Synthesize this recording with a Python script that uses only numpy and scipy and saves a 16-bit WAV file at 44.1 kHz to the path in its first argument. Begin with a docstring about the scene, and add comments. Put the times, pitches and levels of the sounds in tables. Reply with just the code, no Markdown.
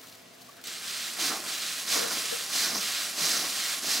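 """Dry beans are swept by hand from a heap in a concrete tank into a woven plastic sack.
First the sack crinkles and snaps as it is tugged open, and one faint ping comes from the yard.
Then, five times over, the hand rakes the heap and shoves the load over the sack's mouth in a bright rush,
and the beans patter down inside. Loose beans trickle between strokes. From the second shove on, a few
light bumps thud on the microphone housing, and the sizzle of beans skating on plastic grows."""
import sys
import numpy as np
from scipy.fft import rfft, irfft
from scipy.io import wavfile
from scipy.ndimage import uniform_filter1d

SR = 44100
rng = np.random.default_rng(int(sys.argv[2]) if len(sys.argv) > 2 else 0)


def persist_wave(psi):
    """Save psi, clipped to +-1, as 16-bit WAV."""
    counts = np.round(np.clip(psi, -1, 1) * 32767).astype(np.int16)
    wavfile.write(sys.argv[1], SR, np.atleast_2d(counts).T)


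N = 176400
T = np.arange(N) / SR
HZ = np.maximum(np.arange(N // 2 + 1) * SR / N, 1)

# stroke envelopes: (start [s], rise [s], length [s], fall [s], level [dB])
RAKES = [(0.636, 0.024, 0.12, 0.13, -39.5), (0.778, 0.114, 0.27, 0.22, -35),
         (1.445, 0.036, 0.31, 0.15, -34), (2.11, 0.053, 0.28, 0.11, -34.5), (2.76, 0.075, 0.28, 0.11, -32),
         (3.42, 0.18, 0.31, 0.062, -31.5)]  # the hand rakes the heap
SHOVES = [(1.176, 0.033, 0.096, 0.15, -28), (1.856, 0.071, 0.067, 0.23, -25),
          (2.492, 0.063, 0.14, 0.18, -27), (3.135, 0.11, 0.16, 0.3, -27), (3.808, 0.12, 0.11, 0.2, -26)]  # the load crosses the sack's mouth
STRAGGLERS = [(2.09, 0.033, .05, 0.067, -36), (2.73, 0.022, 0.052, .12, -34)]  # late beans skate in after a shove
DROPS = [(1.145, 0.058, 0.22, 0.24, -39), (1.836, 0.12, 0.29, 0.12, -39), (2.484, 0.15, 0.28, 0.15, -40.5),
         (3.128, 0.1, 0.32, 0.1, -40), (3.785, 0.063, 0.26, 0.18, -40.5)]  # beans land inside the sack
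# level rides: (time [s], level [dB])
TRICKLE = [(0.0, -81), (0.62, -75), (0.68, -46), (1.15, -38), (1.5, -39), (2.08, -36.5), (2.13, -33.5),
           (2.24, -35.5), (2.47, -36.5), (2.71, -39), (2.78, -34), (2.9, -35), (3.1, -36), (3.5, -34.5),
           (4.0, -36)]  # beans slide on the disturbed heap
SACK_TUG = [(0, -54), (.07, -49.5), (.15, -54), (.24, -61), (.4, -58), (.5, -53.5), (.62, -69)]  # the sack is tugged open
# single snaps of the weave: (time [s], relative level [dB])
SNAPS = [(0.04, -46), (0.07, -42), (.417, -41), (.568, -43), (.6135, -42), (.639, -31.5), (0.671, -29.5)]
# clumps knock on the sack wall: (start [s], length [s], pitch [Hz], level [dB])
KNOCKS = [(0.025, 0.0096, 1270, -50.5), (0.575, .01, 1600, -51), (1.29, .018, 305, -39.5),
          (1.294, 0.038, 1220, -37.5), (1.316, 0.033, 734, -41), (1.924, 0.05, 1110, -41),
          (1.937, 0.017, 262, -41), (1.956, 0.085, 1400, -41), (2.093, .02, 1290, -41.5),
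          (2.624, 0.04, 1560, -38), (2.71, .08, 220, -46.5), (2.724, .04, 1140, -43.5),
          (3.205, 0.037, 167, -47.5), (3.32, 0.048, 1450, -40.5)]
# light bumps on the microphone housing: (start [s], length [s], relative level [dB])
BUMPS = [(1.917, 0.037, -41), (1.956, 0.097, -35.5), (2.23, 0.017, -45), (2.31, 0.028, -34.5),
         (2.388, 0.019, -46), (3.335, 0.02, -50)]

# the EQ of each layer: (frequency [Hz], gain [dB])
RAKE_EQ = [(80.0, -40), (220.0, -23), (750.0, -22), (1300.0, -3), (2500.0, -1), (4200.0, 2.3),
           (6000.0, -2.5), (8200.0, -3), (10000.0, -12.5), (16000.0, -12.5)]
SHOVE_EQ = [(80, -39), (500, -21), (1100, -10), (2000, -2.5), (3000, -3.5), (4300, 2.5), (6000, 0),
            (7500, -3), (10000, -8), (16000, -14)]
SIZZLE_EQ = [(2800, -33), (4100, -8.5), (5000, -3), (6400, -4.5), (7400, -33), (12000, -20)]
PATTER_EQ = [(30.0, -54), (60.0, -32), (110.0, -16.5), (200.0, 1), (300.0, 4.5), (500.0, -1), (1200.0, -2),
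             (2000.0, -4), (5000.0, -23.5), (16000.0, -17)]
TRICKLE_EQ = [(60.0, -34.5), (200.0, -6.5), (700.0, -9.5), (1500.0, -4.5), (3000.0, -4.5), (5000.0, -0.4),
              (7500.0, -4), (11000.0, -6), (16000.0, -16)]
SACK_EQ = [(50, -25), (250, 2), (1500, -4), (3000, 3.5), (4500, 8), (9000, 0), (16000, 1.5)]
THUD_EQ = [(40, -20), (120, 1), (450, -13), (800, 1), (1500, 2), (3000, -10), (10000, -42)]
YARD_EQ = [(25.0, -50), (60.0, -17), (100.0, -7), (200.0, 3.5), (700.0, -3.5), (1000.0, -7.5),
           (2000.0, -6.6), (4300.0, -9), (9000.0, -16), (16000.0, -31)]
HISS_EQ = [(40, -16), (200, -0.5), (2000, -2), (16000, -13)]
# resonances and hollows of the tank: (centre [Hz], width [Hz], gain [dB])
TANK_BANDS = [(107.5, 25, 3.5), (141, 6.4, -17), (300, 7.3, -2.5), (346, 4.9, 4.5), (412, 170, -2),
              (677, 84, 4), (898, 64, -3.5), (1100, 26, 4)]
# how alike the two channels are: (frequency [Hz], correlation [0..1])
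STEREO_LIKENESS = [(40, 0.45), (130, 0.91), (300, 1), (400, 0.99), (520, 0.91), (700, 0.95), (1100, 0.95),
                   (2000, 1), (2700, 0.88), (4500, 0.91), (11000, 1), (13500, 0.88), (16000, 0.64)]
# stereo balance at aside=1: (frequency [Hz], left minus right [dB])
STEREO_BALANCE = [(100, -0.5), (260, 2.5), (400, 1.5), (500, 0), (800, 1.5), (930, -2), (1200, 0),
                  (2100, -0.7), (3100, -7), (4500, -3.5), (7000, -0.3), (16000, 0)]
# phase between the channels: (frequency [Hz], left lead [rad])
STEREO_LEAD = [(60, 0.039), (350, 0.3), (900, -0.49), (1100, 0.036), (2700, -0.52), (3800, -0.085),
               (8000, 0.005), (15000, -0.66)]


def rake():
    """The hand drags through the heap: beans click together so densely that they rustle."""
    return beans(strokes(RAKES), RAKE_EQ, per_s=22000, spread_db=2, clump_db=.68, clump_hz=29.86,
                 aside=.42)


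def shove():
    """The whole load tumbles over the sack's mouth in a bright rush."""
    return beans(strokes(SHOVES), SHOVE_EQ, per_s=24000, spread_db=2, clump_db=.48, clump_hz=70,
                 aside=.89)


def sizzle(full_db=-7.5, rise_db_per_s=14, full_at_s=2.8):
    """Beans skate over the plastic, more so as the sack's mouth is pulled closer to the heap."""
    skating = strokes(SHOVES) * from_db(full_db - rise_db_per_s * np.maximum(full_at_s - T, 0))
    flow = np.hypot(skating, strokes(STRAGGLERS))
    return beans(flow, SIZZLE_EQ, per_s=6200, spread_db=1, clump_db=2.5, clump_hz=70, aside=.82)


def patter():
    """Beans land inside the sack: sparser, darker hits of very uneven size."""
    return beans(strokes(DROPS), PATTER_EQ, per_s=3500, spread_db=3.5, clump_db=-.5, clump_hz=35.4,
                 aside=.94)


def trickle():
    """Loose beans keep sliding on the disturbed heap, surging again just after a shove."""
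    return beans(curve(TRICKLE), TRICKLE_EQ, per_s=18000, spread_db=2, clump_db=1.12, clump_hz=24.4,
                 aside=.83)


def sack_weave(snap_decay_s=.008, snap_trim_db=-4.5):
    """The tugged plastic weave crinkles in tiny clicks and now and then snaps."""
    crinkle = beans(curve(SACK_TUG), SACK_EQ, per_s=4000, spread_db=2, clump_db=2.5, clump_hz=40,
                    aside=-.1)
    bursts = sum(from_db(db) * (T >= start) * np.exp(-abs(T - start) / snap_decay_s)
                 for start, db in SNAPS)
    snap_noise = in_tank(rng.standard_normal((2, N)), SACK_EQ, aside=.1)
    return crinkle + from_db(snap_trim_db) * bursts * snap_noise


def sack_knocks(rise_s=.016, fall_s=.035, q=3.14):
    """Clumps of beans knock hollowly on the sack wall, pitched by how taut it is there."""
    return sum(strokes([(start, rise_s, length, fall_s, db)]) * ringing(hz, hz / q)
               for start, length, hz, db in KNOCKS)


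def housing_bumps(rise_s=.0098, fall_s=.034, rest_db=-64, thud_db=-9):
    """The bumped microphone housing thuds and rings, pushing the two capsules in opposite directions."""
    bumps = strokes([(start, rise_s, length, fall_s, db) for start, length, db in BUMPS])
    thud = from_db(thud_db) * shaped_noise(THUD_EQ, N)
    ring = ringing(hz=475, width_hz=75)
    capsule_gains = np.array([[1.2], [-.6]])
    return (bumps + from_db(rest_db)) * (ring + thud) * capsule_gains


def yard(air_db=-54, ping_db=-45, ping_hz=1140, ping_at_s=.486, ping_length_s=.019):
    """A soft, wavering bed of outdoor air with one brief ping."""
    air = from_db(air_db + drift(rate_hz=16)) * in_tank(rng.standard_normal((2, N)), YARD_EQ, aside=-.1)
    swell = np.sin(np.pi * np.clip((T - ping_at_s) / ping_length_s, 0, 1))
    return air + from_db(ping_db) * swell * np.sin(2 * np.pi * ping_hz * T)


def microphone_hiss(level_db=-56.5):
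    """A faint noise floor, unrelated in the two channels."""
    return from_db(level_db) * shaped_noise(HISS_EQ, (2, N))


def beans(flow, eq, per_s, spread_db, clump_db, clump_hz, aside):
    """The grain of a moving mass: more flow brings more and louder contacts, in small clumps."""
    density = np.maximum(flow / flow.max(), .4)
    grains = contacts(per_s * density, spread_db) / np.sqrt(density)
    clumping = from_db(clump_db * drift(clump_hz))
    return flow * clumping * in_tank(grains, eq, aside)


def contacts(per_s, spread_db):
    """Two unrelated streams of random clicks, each click with its own size and strength per octave."""
    hits = rng.random((2, N)) < per_s / SR
    clicks = hits * from_db(spread_db * np.minimum(rng.exponential(1, (2, N)), 4))
    octave = np.clip(np.log2(HZ / 500), 0, 5)
    spectrum = 0
    for k in range(6):
        band = np.sqrt(np.maximum(1 - abs(octave - k), 0))
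        spectrum = spectrum + band * rfft(clicks * rng.uniform(-.9, 1, (2, N)))
    return irfft(spectrum, N)


def ringing(hz, width_hz):
    """A resonance kept ringing by noise, compressed to an even level."""
    resonance = 1 / (1 + 1j * (HZ / hz - hz / HZ) * hz / width_hz)
    ring = rms_one(irfft(rfft(rng.standard_normal(N)) * resonance ** 2, N))
    local_power = uniform_filter1d(ring ** 2, size=900)
    return rms_one(ring / np.sqrt(local_power + .1))


def in_tank(streams, eq, aside):
    """Colour a direct and a scattered stream by source and tank; aside scales the left-right shading."""
    tank_db = sum(db * np.exp(-((HZ - hz) / width) ** 2) for hz, width, db in TANK_BANDS)
    direct, scattered = rfft(streams) * from_db(over_hz(eq) + tank_db) * wall_echoes()
    alike = np.clip(over_hz(STEREO_LIKENESS), -1, .995)
    sides = np.array([[1], [-1]])
    stereo = np.sqrt(1 + alike) * direct + sides * np.sqrt(1 - alike) * scattered
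    shading = from_db(aside * sides * over_hz(STEREO_BALANCE) / 2)
    phase_lead = np.exp(.5j * sides * over_hz(STEREO_LEAD))
    return rms_one(irfft(stereo * shading * phase_lead, N))


def wall_echoes(wet_db=-10, t60_s=.1, predelay_s=.003):
    """The tank's frequency response: direct sound plus a short, diffuse tail off the walls."""
    tail = rng.standard_normal(N) * from_db(-60 * np.minimum(T / t60_s, 4)) * (T > predelay_s)
    return 1 + from_db(wet_db) * rfft(tail) / np.sqrt(np.sum(tail ** 2))


def strokes(rows):
    """Each stroke swells, holds until its length is over and dies away; overlaps add in power."""
    power = 0
    for start, rise, length, fall, db in rows:
        swell = np.clip((T - start) / rise, 0, 1)
        fade = np.exp(-2 * (np.maximum(T - start - length, 0) / fall) ** 1.3)
        power = power + (from_db(db) * swell * fade) ** 2
    return np.sqrt(power)


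def shaped_noise(eq, shape):
    """Noise through an EQ, at unit power."""
    return rms_one(irfft(rfft(rng.standard_normal(shape)) * from_db(over_hz(eq)), N))


def drift(rate_hz):
    """A random wobble at unit power, mostly slower than rate_hz."""
    return rms_one(irfft(rfft(rng.standard_normal(N)) / (1 + (HZ / rate_hz) ** 2), N))


def curve(rows):
    """A level ride as a gain at every sample."""
    return from_db(np.interp(T, *np.transpose(rows)))


def over_hz(points):
    """Breakpoints joined over log frequency."""
    hz, value = np.transpose(points)
    return np.interp(np.log(HZ), np.log(hz), value)


def from_db(db):
    """Decibels to gain."""
    return 10 ** (np.asarray(db) / 20)


def rms_one(x):
    """Scale to unit power."""
    return x / np.sqrt(np.mean(x ** 2) + 1e-20)


def scene():
    """The mix: beans up front, then the sack, the yard and the microphone's own noises."""
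    sweeping = rake() + shove() + sizzle() + patter() + trickle()
    return sweeping + sack_weave() + sack_knocks() + yard() + housing_bumps() + microphone_hiss()


def record(dry, cutoff_hz=15800):
    """A brick-wall low-pass takes off the top of the treble."""
    return irfft(rfft(dry) / np.sqrt(1 + (HZ / cutoff_hz) ** 400), N)


dry = scene()
out = record(dry)
persist_wave(out)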